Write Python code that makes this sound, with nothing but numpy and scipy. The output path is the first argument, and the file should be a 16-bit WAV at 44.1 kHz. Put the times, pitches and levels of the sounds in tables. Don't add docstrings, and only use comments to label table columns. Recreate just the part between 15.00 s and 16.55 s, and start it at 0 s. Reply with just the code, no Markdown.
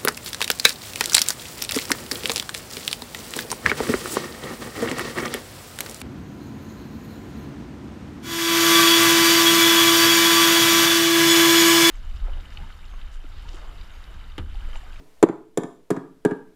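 import sys
import numpy as np
from scipy import signal
from scipy.fft import rfft, irfft, next_fast_len
from scipy.io import wavfile
from scipy.ndimage import uniform_filter1d

SR = 44100
rng = np.random.default_rng(int(sys.argv[2]) if len(sys.argv) > 2 else 0)


def linear_from_db(decibels):
    return 10 ** (np.asarray(decibels, float) / 20)


def file_out(sig):
    cols = np.atleast_2d(sig).T
    lim = np.clip(cols, -1, 1)
    pcm = np.round(lim * 32767).astype(np.int16)
    wavfile.write(sys.argv[1], SR, pcm)


N = 68355

STEEL_RISE_S, KNOCK_RISE_S, THUMP_RISE_S = 0.00051, 0.00069, 0.00085
THUMP_LAG_S = 0.0085


def along(points, hz):
    f, value = np.transpose(points)
    return np.interp(np.log(hz + 1), np.log(f + 1), value)


def coloured(x, points):
    size = next_fast_len(len(x) + 8192)
    gain = linear_from_db(along(points, np.fft.rfftfreq(size, 1 / SR)))
    return irfft(rfft(x, size) * gain, size)[:len(x)]


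def noise(points, size):
    x = coloured(rng.standard_normal(size), points)
    return x / np.sqrt(np.mean(x ** 2))


def rise(t, rise_s):
    return 1 - np.exp(-t / rise_s)


def ring(modes, t, rise_s, spread_db, phase=0):
    t = np.maximum(t, 0)
    starts = 2 * np.pi * phase * rng.uniform(size=len(modes))
    total = np.zeros(len(t))
    for (hz, db, t60), start in zip(modes, starts):
        decay = linear_from_db(db + rng.normal(0, spread_db) - 60 * t / t60)
        total += decay * np.sin(2 * np.pi * hz * t + start)
    return rise(t, rise_s) * total


# mode in Hz, relative level in dB, t60 in seconds.
PUNCH_MODES = [(3650, -10.5, 0.011), (6050, -14.5, .015), (7236, 1, 0.017), (7650, -17, .015),
               (10400, -3.5, 0.013), (14400, -17, 0.019)]


def punch_ping(t):
    return ring(PUNCH_MODES, t, STEEL_RISE_S, spread_db=2, phase=1)


# frequency in Hz, relative density in dB per Hz.
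CRACK_COLOUR = [(880, -34), (1500, 6.5), (4330, -1), (5020, 0), (7240, 7.5), (8240, 5.5), (13000, -6),
                (16000, -23)]


def steel_crack(t):
    crack_t60_s, chatter_db, chatter_t60_s = 0.012, -13.5, 0.07
    decay = linear_from_db(-60 * t / crack_t60_s) + linear_from_db(chatter_db - 60 * t / chatter_t60_s)
    return noise(CRACK_COLOUR, len(t)) * decay * rise(t, STEEL_RISE_S)


# mode in Hz, relative level in dB, t60 in seconds.
KNOCK_MODES = [(479, -2, 0.067), (418, -1.5, 0.093), (672, -11, 0.038), (876, -23, 0.075),
               (1175, -28, 0.088)]


def hollow_knock(t):
    return ring(KNOCK_MODES, t, KNOCK_RISE_S, spread_db=2.5)


# mode in Hz, relative level in dB, t60 in seconds.
THUMP_MODES = [(335.3, 2.5, 0.05), (274, -1.5, 0.024), (189.2, -6.5, 0.078), (122, -33, 0.02)]


def frame_thump(t):
    return ring(THUMP_MODES, t - THUMP_LAG_S, THUMP_RISE_S, spread_db=4)


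# mode in Hz, relative level in dB, t60 in seconds.
FRAME_MODES = [(148, -29.5, 0.37), (169, -30.5, .22), (194, -38.5, .22), (269.4, -16.5, 0.34),
               (285.4, -24, 0.39), (310.3, -24.5, 0.31), (380.7, -24.5, 0.38), (399.2, -18.5, 0.21),
               (436.55, -26.5, .7)]


def frame_hum(t):
    return ring(FRAME_MODES, t - THUMP_LAG_S, THUMP_RISE_S, spread_db=3.5)


# frequency in Hz, relative density in dB per Hz.
CLATTER_COLOUR = [(450, -41.5), (620, -4), (800, 4.5), (1200, -3), (2000, -8.5), (2700, -18.5), (3600, -18),
                  (5000, -30), (6500, -61)]


def loose_clatter(t):
    return noise(CLATTER_COLOUR, len(t)) * rise(t, STEEL_RISE_S) * linear_from_db(-60 * t / 0.062)


# mode in Hz, relative level in dB, t60 in seconds.
PLATE_MODES = [(1650, -0.5, 0.078), (1696, -8.5, 0.099), (1569, -6.5, .12), (1772, -4, 0.068)]


def thin_plate(t):
    return ring(PLATE_MODES, t, THUMP_RISE_S, spread_db=3, phase=0.91)


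def microphone(x):
    band_hz = [129.6, 15400]
    return signal.sosfilt(signal.butter(4, band_hz, "band", fs=SR, output="sos"), x)


def blow(knock_db, ping_db, crack_db, clatter_db, plate_db):
    t = np.arange(SR // 2) / SR
    steel = linear_from_db(ping_db) * punch_ping(t) + linear_from_db(crack_db) * steel_crack(t)
    body = linear_from_db(knock_db) * (hollow_knock(t) + frame_thump(t) + frame_hum(t))
    rattle = linear_from_db(clatter_db) * loose_clatter(t) + linear_from_db(plate_db) * thin_plate(t)
    return microphone(steel + body + rattle)


# frequency in Hz, gain in dB.
WALL_GAIN = [(150, -9), (320, -9), (480, -13), (1300, -5), (3600, -14), (7000, -17.5), (11000, -23.5),
             (15000, -34)]


def wall_echo(x):
    wall_m, sound_m_per_s = 10.35, 343
    lag = round(2 * wall_m / sound_m_per_s * SR)
    return coloured(np.pad(x, (lag, 0)), WALL_GAIN)[:len(x)]


# frequency in Hz, t60 in seconds.
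TAIL_T60 = [(150, 0.78), (500, 0.31), (1500, 0.38), (4000, .42), (10000, 0.46)]
# frequency in Hz, gain in dB.
TAIL_GAIN = [(150, -20), (400, -13), (1000, -3), (2000, -12), (4000, -12), (7200, -19), (10000, -18.5),
             (15000, -17.5)]


def room_tail():
    hz, t, bands = signal.stft(rng.standard_normal(SR // 2), SR, nperseg=256)
    shape = linear_from_db(-60 * t / along(TAIL_T60, hz)[:, None]) * rise(t, 0.02)
    shape = shape / np.sqrt(128 * np.sum(shape ** 2, axis=1, keepdims=True))
    gain = linear_from_db(along(TAIL_GAIN, hz))[:, None]
    return signal.istft(bands * shape * gain, SR, nperseg=256)[1]


def garage(x):
    early = x + wall_echo(x)
    tail = room_tail()
    return np.pad(early, (0, len(tail) - 1)) + signal.fftconvolve(early, tail)


# frequency in Hz, relative density in dB per Hz.
HISS_COLOUR = [(35, -40.5), (60, 10.5), (71, -8), (190, -15.5), (452, -12), (657, -4.5), (757, -13.5),
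               (1100, -13), (1180, -20), (1300, -16), (14200, -28.5), (16400, -41)]


def hiss():
    return linear_from_db(-60.5) * noise(HISS_COLOUR, N)


# frequency in Hz, relative density in dB per Hz.
SWAY_COLOUR = [(1, 10), (4, 12), (15, -2), (30, -46.5), (70, -53.5), (90, -120)]


def sway():
    return linear_from_db(-48.5) * noise(SWAY_COLOUR, N)


BLOW_STARTS = [-.11, .2272, .5740, .9040, 1.2498]
# knock, ping, crack, clatter and plate levels, all in dB.
BLOW_LEVELS = [(-23.5, -43, -33.5, -48, -48.5), (-3.5, -19, -21, -13.5, -30),
               (-3.5, -12.5, -18.5, -20.5, -29.5), (-5, -40, -18.5, -18.5, -28),
               (-5.5, -25, -22.5, -19, -24)]


def scene():
    lead = SR // 4
    out = np.zeros(lead + N + 2 * SR)
    for start_s, levels in zip(BLOW_STARTS, BLOW_LEVELS):
        heard = garage(blow(*levels))
        first = lead + round(start_s * SR)
        out[first:first + len(heard)] += heard
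    return (out[lead:lead + N] + hiss() + sway())[None]


def gain_control(x):
    threshold_db, share, recover_db_per_s, late_s = -10.5, 0.55, 2.5, 0.015
    t = np.arange(N) / SR
    excess_db = np.maximum(20 * np.log10(abs(x[0]) + 1e-9) - threshold_db, 0)
    recovered_db = recover_db_per_s * t
    cut_db = np.maximum.accumulate(share * excess_db + recovered_db) - recovered_db
    late_cut_db = np.interp(t - late_s, t, cut_db)
    return x * linear_from_db(-uniform_filter1d(late_cut_db, size=88))


def input_stage(x):
    ceiling, knee = 0.95, 5
    return x / (1 + abs(x / ceiling) ** knee) ** (1 / knee)


def roll_off(x):
    return signal.sosfilt(signal.butter(12, 16530, fs=SR, output="sos"), x)


def record(dry):
    mix = input_stage(gain_control(dry))
    return roll_off(mix)


dry = scene()
out = record(dry)
file_out(out)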